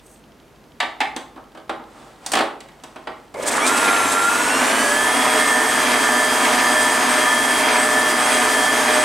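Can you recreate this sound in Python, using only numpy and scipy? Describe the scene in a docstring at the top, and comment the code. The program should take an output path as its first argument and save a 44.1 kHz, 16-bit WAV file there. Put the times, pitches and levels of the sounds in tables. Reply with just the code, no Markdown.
"""A tiled kitchen, a stand mixer on its stone counter. A glass dish slides, the lever clacks, the head
tilts down and lands with a rattle, the knob clicks; the tiles answer each knock.
The motor growls and spins up in two steps: gears rattle and whine, brushes sing and hiss on the
commutator, and a wire whisk crunches through sugar and slaps through egg in a steel bowl.
Underneath lie room air, a low hum and a faint ticking."""
import sys
import numpy as np
from scipy import signal
from scipy.fft import rfft, irfft, next_fast_len
from scipy.io import wavfile
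from scipy.ndimage import map_coordinates

SR = 44100
rng = np.random.default_rng(int(sys.argv[2]) if len(sys.argv) > 2 else 0)


def digitize_waveform(pressure):
    """Quantize a signal to 16-bit integers and store it at the path in sys.argv[1].

    Rows of a 2-D input are taken as channels; values are limited to [-1, 1].
    """
    field = np.atleast_2d(pressure).T
    bounded = np.clip(field, -1, 1)
    quanta = np.round(bounded * 32767).astype(np.int16)
    wavfile.write(sys.argv[1], SR, quanta)


N = 398663
TIME = np.arange(N) / SR
MAINS_HZ, SWITCH_ON_S = 50, 3.34
TURNS_PER_ORBIT, SAG_PHASE = 82, .75  # shaft turns per whisk orbit; share of the orbit where it drags most


def mixer():
    """One shaft drives every part of the machine; it judders while it labours below full speed."""
    speed, spun = shaft()
    pace = speed / SHAFT_SPEED[-1][1]  # share of full speed
    turns = np.cumsum(speed) / SR + 0.011 * (1 - pace) * wobble(130)
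    switched_on = np.clip((TIME - SWITCH_ON_S) / 0.0072, 0, 1)
    drive = gears(turns, pace) + pinion(turns, speed, pace) + brushes(turns, speed, pace)
    return switched_on * (drive + whisk(turns, pace) + inrush(spun))


# The speed the knob calls for, low and then higher: t/s, speed/(turns/s)
SHAFT_SPEED = [(3.78, 108.0), (4.1, 104.8), (4.27, 106.5), (4.57, 115.6), (5.02, 134.1), (5.2, 137.3),
               (5.65, 136.6), (5.9, 134.6), (6.5, 134.8), (6.95, 135.3), (7.5, 135.0), (9.0, 135.0)]
def shaft(spin_up_s=.4):
    """The rotor spins up, then sags a little each orbit. Gives turns/s and the spin-up from 0 to 1."""
    setting = np.interp(TIME, *np.transpose(SHAFT_SPEED))
    spun = 1 - np.clip(1 - (TIME - SWITCH_ON_S) / spin_up_s, 0, 1) ** 1.6
    turns = np.cumsum(setting * spun) / SR
    return spun * (setting - .22 * orbit(turns, SAG_PHASE)), spun


def orbit(turns, phase):
    """Swings between 1 and -1 as the whisk circles the bowl; highest at the given share of the orbit."""
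    return np.cos(2 * np.pi * (turns / TURNS_PER_ORBIT - phase))


# Pitches of the gear tones: cycles per shaft turn
GEAR_ORDERS = [1, 20 / 11, 2.06, 3.22, 50 / 11, 60 / 11, 80 / 11, 100 / 11, 10, 11.9, 13.47, 14.22, 15.47,
               23.25, 24.75]
# Balance of those tones: level/dB
GEAR_LEVELS = [-64, -36, -44.5, -36.5, -31, -32, -32.5, -32.5, -39.5, -34.5, -34, -49, -35, -41.5, -44]
def gears(turns, pace):
    """Tooth impacts rattle the housing; the meshes add tones that grow with speed and swell under load."""
    contacts = 10 / 11 * turns  # planet teeth meeting
    impacts = rng.standard_normal((2, N)) * throb(contacts, depth=.25) * throb(3 * contacts, depth=.15)
    load_db = 0.94 * orbit(turns, phase=0.51)
    labour_db = 2 * (1 - pace)
    level = amp(-18.5 + load_db + labour_db) * np.clip(pace / 0.63, 0, 1) ** 1.56
    rattle = level * unit(filtered(impacts * amp(0.43 * wobble(45)), housing))
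    tones = sum(amp(db) * tone(order * turns, flutter=0.56, flutter_hz=14, width=1.0)
                for order, db in zip(GEAR_ORDERS, GEAR_LEVELS))
    # the rotor's unbalance shakes the stand most near three quarters of full speed
    shake = np.exp(-((pace - .78) / 0.11) ** 2)
    unbalance = amp(-55.5) * shake * tone(turns, flutter=0.34, flutter_hz=20, width=0.42)
    return rattle + tones * pace ** 7 * amp(1.9 * orbit(turns, SAG_PHASE)) + unbalance


# Broad, mid-heavy colour of the casing: f/Hz, level/dB
CASING_COLOUR = [(35, -62), (60, -51), (172, -20.5), (249, -7), (445, -7), (530, -16.5), (610, -3),
                 (678, -3.5), (740, -4), (1440, -3.5), (1750, -7), (1910, -5.5), (2860, -9.5),
                 (3240, -12.5), (4000, -25.5), (5200, -47), (8800, -120)]
# Resonances of casing and bowl: f/Hz, width/Hz, boost/dB
BODY_PEAKS = [(264.5, 51.3, 8), (498, 98, 7.5), (940, 240, 4), (1200, 72, 3.5), (1350, 63, -1.5),
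              (1716, 75, 8), (2000, 45, 3.5), (2860, 570, -6)]
def housing(hz):
    """Casing and bowl act as an EQ on the rattle: a broad curve with resonant peaks."""
    peaks_db = sum(resonance(hz, *peak) for peak in BODY_PEAKS)
    return amp(along(CASING_COLOUR, hz) + peaks_db)


def pinion(turns, speed, pace, teeth=13):
    """The pinion's whine grows with speed, swells once per orbit and flares at the gearbox resonance."""
    flare_db = resonance(teeth * speed, centre_hz=1387, width_hz=43, boost_db=9)
    swell_db = 3.5 * orbit(turns, phase=1) * pace ** 4
    level = amp(-25 + swell_db + flare_db) * pace ** 1.5
    return level * tone(teeth * turns, flutter=0.32, flutter_hz=55.26, width=1.0)


# How the casing passes the commutator's harmonics: f/Hz, level/dB
WHISTLE_COLOUR = [(1200, -44.5), (1650, -36), (2200, -21), (2550, -35), (3240, -32.5), (3900, -40),
                  (4860, -39), (5100, -49), (5650, -32.5), (6450, -38.5), (7600, -36), (8100, -31.5),
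                  (8850, -35), (9650, -38.5), (10150, -37), (11300, -46.5), (13000, -53), (15500, -60)]
# Bright scrape of the brushes: f/Hz, level/dB
BRUSH_COLOUR = [(1470, -14), (2500, -8.5), (3250, -4.5), (3820, -8.5), (5200, -7.5), (7650, -6.5),
                (8330, -3.5), (8660, -4.5), (13400, -19.5), (15800, -28)]
def brushes(turns, speed, pace, segments=12):
    """Brushes scrape the commutator: a whistle, a buzz that repeats each turn, pulsing hiss and hum."""
    mains = 2 * MAINS_HZ * TIME  # the current peaks twice per cycle
    flicker_db = 10 * np.clip(1 - pace, 0, .25)  # each partial flickers more below full speed
    whistle = np.zeros((2, N))
    for order in segments * np.arange(2, 11):
        partial_db = along(WHISTLE_COLOUR, order * speed) + 2.2 * wobble(6) + flicker_db * wobble(28)
        whistle += amp(partial_db) * tone(order * turns, flutter=.32, flutter_hz=40, width=.5)
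    # uneven segments shake the whistle once a turn, the current at each of its peaks
    whistle *= throb(turns, depth=0.086) * throb(mains, depth=0.232)
    whistle_level = amp(0.5) * pace ** 0.81 * np.clip(speed / 105, 0, 1) ** 3
    surface = irfft(np.exp(2j * np.pi * rng.random(128)), 4096)  # roughness around the commutator
    buzz = coloured(np.interp(turns % 1, np.linspace(0, 1, len(surface)), surface), BRUSH_COLOUR)
    hiss = noise(BRUSH_COLOUR) * throb(turns, depth=0.045) * throb(mains, depth=0.11)
    hiss *= amp(1.13 * wobble(30))
    hiss[0] += amp(-5) * buzz  # dead centre
    hum = amp(-54.5) * tone(mains, flutter=0.154, flutter_hz=7.8, width=0.31)
    return whistle_level * whistle + amp(-27) * pace ** 1.04 * hiss + hum


# Growl of the slow rotor under its starting current: f/Hz, level/dB
GROWL_COLOUR = [(90, -24), (250, -10), (420, -2), (560, 4), (720, -4), (1100, -9), (1700, -37), (2200, -9),
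                (2800, -38), (6000, -50)]
def inrush(spun):
    """The starting current shakes the stator twice per mains cycle, fading as the rotor reaches speed."""
    shaking = rng.standard_normal((2, N)) * throb(2 * MAINS_HZ * TIME, depth=0.23)
    current = 1 - spun ** 4.5
    return amp(-29.5) * current * coloured(shaking, GROWL_COLOUR)


# Wet splatter of egg flung off the wires: f/Hz, level/dB
EGG_COLOUR = [(300, -32.5), (600, -5), (1000, -20), (1500, 0), (2000, -2), (2400, 1.5), (2900, -7),
              (3600, -7.5), (6000, -14), (12000, -49)]
def whisk(turns, pace):
    """The wires slap through the egg, hardest once per orbit."""
    slaps = unit(noise(EGG_COLOUR) * amp(3.3 * wobble(110)))
    sweep = throb(turns / TURNS_PER_ORBIT - 0.57, depth=1.0)
    return amp(-32) * pace * slaps * sweep


# The wires plough through dry sugar: t/s, relative level/dB, half-width/s
SUGAR_STROKES = [(3.432, -37, 0.0077), (3.482, -23.5, 0.0125), (3.531, -29, 0.013), (3.568, -26.5, 0.0072),
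                 (3.675, -23.5, 0.016), (3.778, -26, 0.0089), (3.849, -32, 0.0113), (4.13, -27, 0.0152)]
# Crisp grit of the grains: f/Hz, level/dB
SUGAR_COLOUR = [(1500, -24), (3500, -1.5), (6000, -4), (8400, 5.5), (10500, -7), (15000, -23)]
def sugar():
    """Each pass of the wires crunches grains against the bowl until the egg wets them."""
    return amp(3.5) * swells(SUGAR_STROKES) * unit(noise(SUGAR_COLOUR) * amp(2.6 * wobble(700)))


# Hits of lever, head and knob: t/s, clack/dB, thump/dB, tick/dB, ring/dB
HITS = [(.802, -11, -38, -27, -28), (.828, -20.5, -26.5, -40, -46.5), (1.004, -13.5, -34, -28, -31),
        (1.012, -16.5, -24, -32, -27), (1.163, -24, -28, -27, -44), (1.361, -45, -37, -61, -59),
        (1.374, -49, -36.5, -61, -54), (1.548, -43, -36, -52, -65), (1.573, -39, -37, -52, -61),
        (1.694, -23, -21.5, -36, -44), (1.795, -50, -36.5, -66, -62), (2.262, -28.5, -45.5, -20, -57),
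        (2.318, -23.5, -30, -15.5, -46.5), (2.604, -35.5, -57, -38, -65.5), (2.685, -41, -57, -50, -63),
        (2.836, -36, -37.5, -35.5, -60), (2.959, -34.5, -33.5, -47, -58), (3.071, -26.5, -26, -43.5, -37),
        (3.341, -37, -35, -40, -50)]
# Low body of a hit: f/Hz, level/dB
THUMP_COLOUR = [(60, -40), (175, -23), (245, 3), (310, 1), (420, -1), (650, 1), (1000, 1), (1350, -1),
                (1700, -8.5), (3000, -54)]
# Its hard midrange: f/Hz, level/dB
CLACK_COLOUR = [(300, -32.5), (560, -15), (760, 9.5), (900, 4), (1300, -6), (1800, 1.5), (2300, -1),
                (3500, -3), (5000, -13.5), (8000, -80.5)]
# Its bright edge: f/Hz, level/dB
TICK_COLOUR = [(2000, -12), (4500, 2), (6500, 0.5), (8200, 3.5), (10000, -3.5), (12000, -14), (15800, -17)]
# Hollow note of the head's casing: f/Hz, level/dB, t60/s
HEAD_MODES = [(254, -2, 0.11), (326.63, -4, 0.29), (474, -3, 0.118), (638.5, -5, 0.25), (760, -4, 0.2)]
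# Ring of the mixer's frame: f/Hz, level/dB, t60/s
FRAME_MODES = [(747, -6, 0.42), (805, -2.5, 0.31), (857, 4, 0.14), (1089, -4, 0.26), (1170, 0, 0.338),
               (1746, -5, 0.18), (2100, -9.5, 0.36), (2305, -5, 0.23), (3314, -21, 0.226),
               (3752, -20.5, 0.16)]
def knocks():
    """Each contact is a hollow thump, a hard clack and a tick, and rings the frame."""
    out = np.zeros((2, N + SR))
    t = np.arange(SR // 3) / SR

    def burst(colour, t60, rise_s):
        return noise(colour, size=len(t)) * amp(-60 * t / t60) * (1 - np.exp(-t / rise_s))

    for start_s, clack_db, thump_db, tick_db, ring_db in HITS + landing():
        thump = burst(THUMP_COLOUR, t60=0.14, rise_s=0.00091) + amp(-7.5) * ringing(HEAD_MODES, t)
        clack = burst(CLACK_COLOUR, t60=0.084, rise_s=0.0013)
        tick = burst(TICK_COLOUR, t60=0.049, rise_s=0.0005)
        ring = amp(-1) * ringing(FRAME_MODES, t)
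        hit = amp(thump_db) * thump + amp(clack_db) * clack + amp(tick_db) * tick + amp(ring_db) * ring
        start = round(start_s * SR)
        out[:, start:start + len(t)] += hit
    return out[:, :N]


def landing(start_s=2.334, gap_s=.0182):
    """The head lands and chatters on its stop: five hits, each duller than the last."""
    first_db = np.array([-13.5, -19.5, -17.5, -33])  # clack, thump, tick, ring
    step_db = np.array([-0.94, 0.43, -3, -1])
    return [(start_s + k * gap_s, *(first_db + k * step_db)) for k in range(5)]


def ringing(modes, t):
    """Struck modes ring out, at new strengths for every blow."""
    hz, db, t60 = np.transpose(modes)[:, :, None]
    angle = 2 * np.pi * (hz * t + rng.random((2, len(modes), 1)))
    decay = amp(db + rng.normal(0, 1.8, db.shape) - 60 * t / t60)
    return (decay * np.sin(angle)).sum(axis=1) * (1 - np.exp(-t / 0.00088))


# The head swings, rubs into its seat, and the hand shifts on it: t/s, relative level/dB, half-width/s
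HINGE_RUBS = [(2.03, -48, 0.1), (2.3, -42, 0.051), (3.0, -54.5, 0.29)]
def hinge():
    """Soft rubs as the head swings down, in the same colours as its knocks."""
    rub = amp(1.5) * noise(THUMP_COLOUR) + amp(-3.5) * noise(CLACK_COLOUR) + amp(-9) * noise(TICK_COLOUR)
    return swells(HINGE_RUBS) * rub


# One short slide of a small dish: t/s, level/dB, half-width/s
DISH_SLIDE = [(.11, -53, 0.051)]
# Thin, high song of glass on stone: f/Hz, level/dB
GLASS_COLOUR = [(3000, -31), (6000, -17.5), (6550, -9.5), (7200, -18), (8000, -9.5), (8300, 1), (8650, -13),
                (9300, -11.5), (12500, -19), (15800, -27.5)]
def dish():
    """Glass judders over the polished counter."""
    return swells(DISH_SLIDE) * unit(noise(GLASS_COLOUR) * amp(2.5 * wobble(150)))


# Reverb time of the tiled room: f/Hz, t60/s
ROOM_DECAY = [(150, 0.39), (400, 0.57), (1040, 0.48), (2760, 0.38), (7280, 0.3), (15000, 0.31)]
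def kitchen(x):
    """Tiles and stone answer after a few milliseconds; treble dies first."""
    hz, t, spectra = signal.stft(rng.standard_normal((2, SR * 3 // 4)), SR, nperseg=256)
    envelope = amp(-60 * t / along(ROOM_DECAY, hz)[:, None]) * (1 - np.exp(-t / 0.0081))
    tail = signal.istft(spectra * envelope, SR, nperseg=256)[1]
    return signal.fftconvolve(x[:1], tail / np.linalg.norm(tail[0]), axes=1)[:, :N]


# Dark room tone: f/Hz, level/dB
AIR_COLOUR = [(15, -38), (25, -25), (55, -11), (116, -13), (133, -8.5), (152, -5.5), (174, -13), (205, -7),
              (324, -9.5), (486, -11.5), (2460, -26), (14200, -40.5), (15800, -45)]
def background(tick_gap_s=.08):
    """Still room air, a low hum and a faint, regular ticking."""
    ticking = noise([(1500, -25), (3000, 0), (5000, -10), (9000, -25)])
    ticking *= amp(-60 * (TIME % tick_gap_s) / .02)
    air = noise(AIR_COLOUR)
    hum = tone(MAINS_HZ * TIME, flutter=0.17, flutter_hz=4, width=0.28)
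    return amp(-49.5) * air + amp(-61.5) * hum + amp(-50) * ticking


# Stereo image, narrow above the deep bass: f/Hz, left-right likeness (1 = mono)
LIKENESS = [(60, 0.45), (130, 0.97), (290, 0.93), (640, 0.84), (1410, 0.8), (3100, 0.86), (6820, 0.87),
            (15000, 1)]
def spread(pair):
    """Two unrelated rows, weighted as mid and side, become left and right."""
    def weights(hz):
        angle = np.arccos(np.clip(along(LIKENESS, hz), -1, 1)) / 2
        return np.array([np.cos(angle), np.sin(angle)])

    mid, side = filtered(pair, weights)
    return np.array([mid + side, mid - side])


def tone(cycles, flutter, flutter_hz, width):
    """A machine tone as mid and side, with random flutter in size and phase."""
    angle = 2 * np.pi * (cycles + rng.random())
    cos, sin = np.cos(angle), np.sin(angle)
    knots = rng.standard_normal((2, int(N * flutter_hz / SR) + 2))
    size, phase = (np.interp(TIME, np.arange(len(row)) / flutter_hz, row) for row in knots)
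    mid = unit(cos + flutter * (size * cos - phase * sin))
    side = width * (size * sin + phase * cos)
    return np.array([mid, side])


def throb(cycles, depth):
    """A gain that peaks once per cycle."""
    return unit(np.exp(depth * np.cos(2 * np.pi * cycles)))


def swells(strokes):
    """A bell-shaped fade in and out around each stroke."""
    return sum(amp(db) * np.exp(-.5 * ((TIME - s) / half_width) ** 2) for s, db, half_width in strokes)


def wobble(rate):
    """A smooth random curve, rate knots a second."""
    knots = rng.standard_normal(int(N * rate / SR) + 4)
    steps = np.arange(0, len(knots) - 1, 1 / 8)
    return np.interp(TIME * rate, steps, map_coordinates(knots, [steps]))


def noise(colour, size=N):
    """Coloured noise of rms 1, two unrelated rows."""
    return coloured(rng.standard_normal((2, size)), colour)


def coloured(x, colour):
    """x through an EQ curve of (Hz, dB) points, at rms 1."""
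    return unit(filtered(x, lambda hz: amp(along(colour, hz))))


def filtered(x, response):
    """x through a gain that depends on frequency."""
    size = x.shape[-1]
    padded = next_fast_len(size + 8192)
    return irfft(rfft(x, padded) * response(np.fft.rfftfreq(padded, 1 / SR)), padded)[..., :size]


def resonance(hz, centre_hz, width_hz, boost_db):
    """The lift in dB from one resonant peak."""
    return boost_db / (1 + (2 * (hz - centre_hz) / width_hz) ** 2)


def along(points, hz):
    """Reads a curve of (Hz, value) points on a log frequency axis."""
    freqs, values = np.transpose(points)
    return np.interp(np.log(hz + 1), np.log(freqs + 1), values)


def amp(db):
    """Decibels to gain."""
    return np.exp(np.asarray(db) * (np.log(10) / 20))


def unit(x):
    """Scaled to rms 1."""
    return x / np.sqrt(np.mean(x ** 2) + 1e-20)


def scene():
    """Everything on the counter, heard from just above it; only the knocks feed the reverb."""
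    handling = knocks()
    reverb = amp(-5.5) * kitchen(handling)
    mix = handling + reverb + hinge() + mixer() + sugar() + dish() + background()
    return spread(mix) * amp([[-.3], [.4]])  # leans slightly right


def record(dry, ceiling=.7, top_hz=15850):
    """A soft clip rounds off the highest peaks, then a steep low-pass cuts the very top."""
    rounded = dry / (1 + np.abs(dry / ceiling) ** 6) ** (1 / 6)
    return filtered(rounded, lambda hz: hz < top_hz)


dry = scene()
out = record(dry)
digitize_waveform(out)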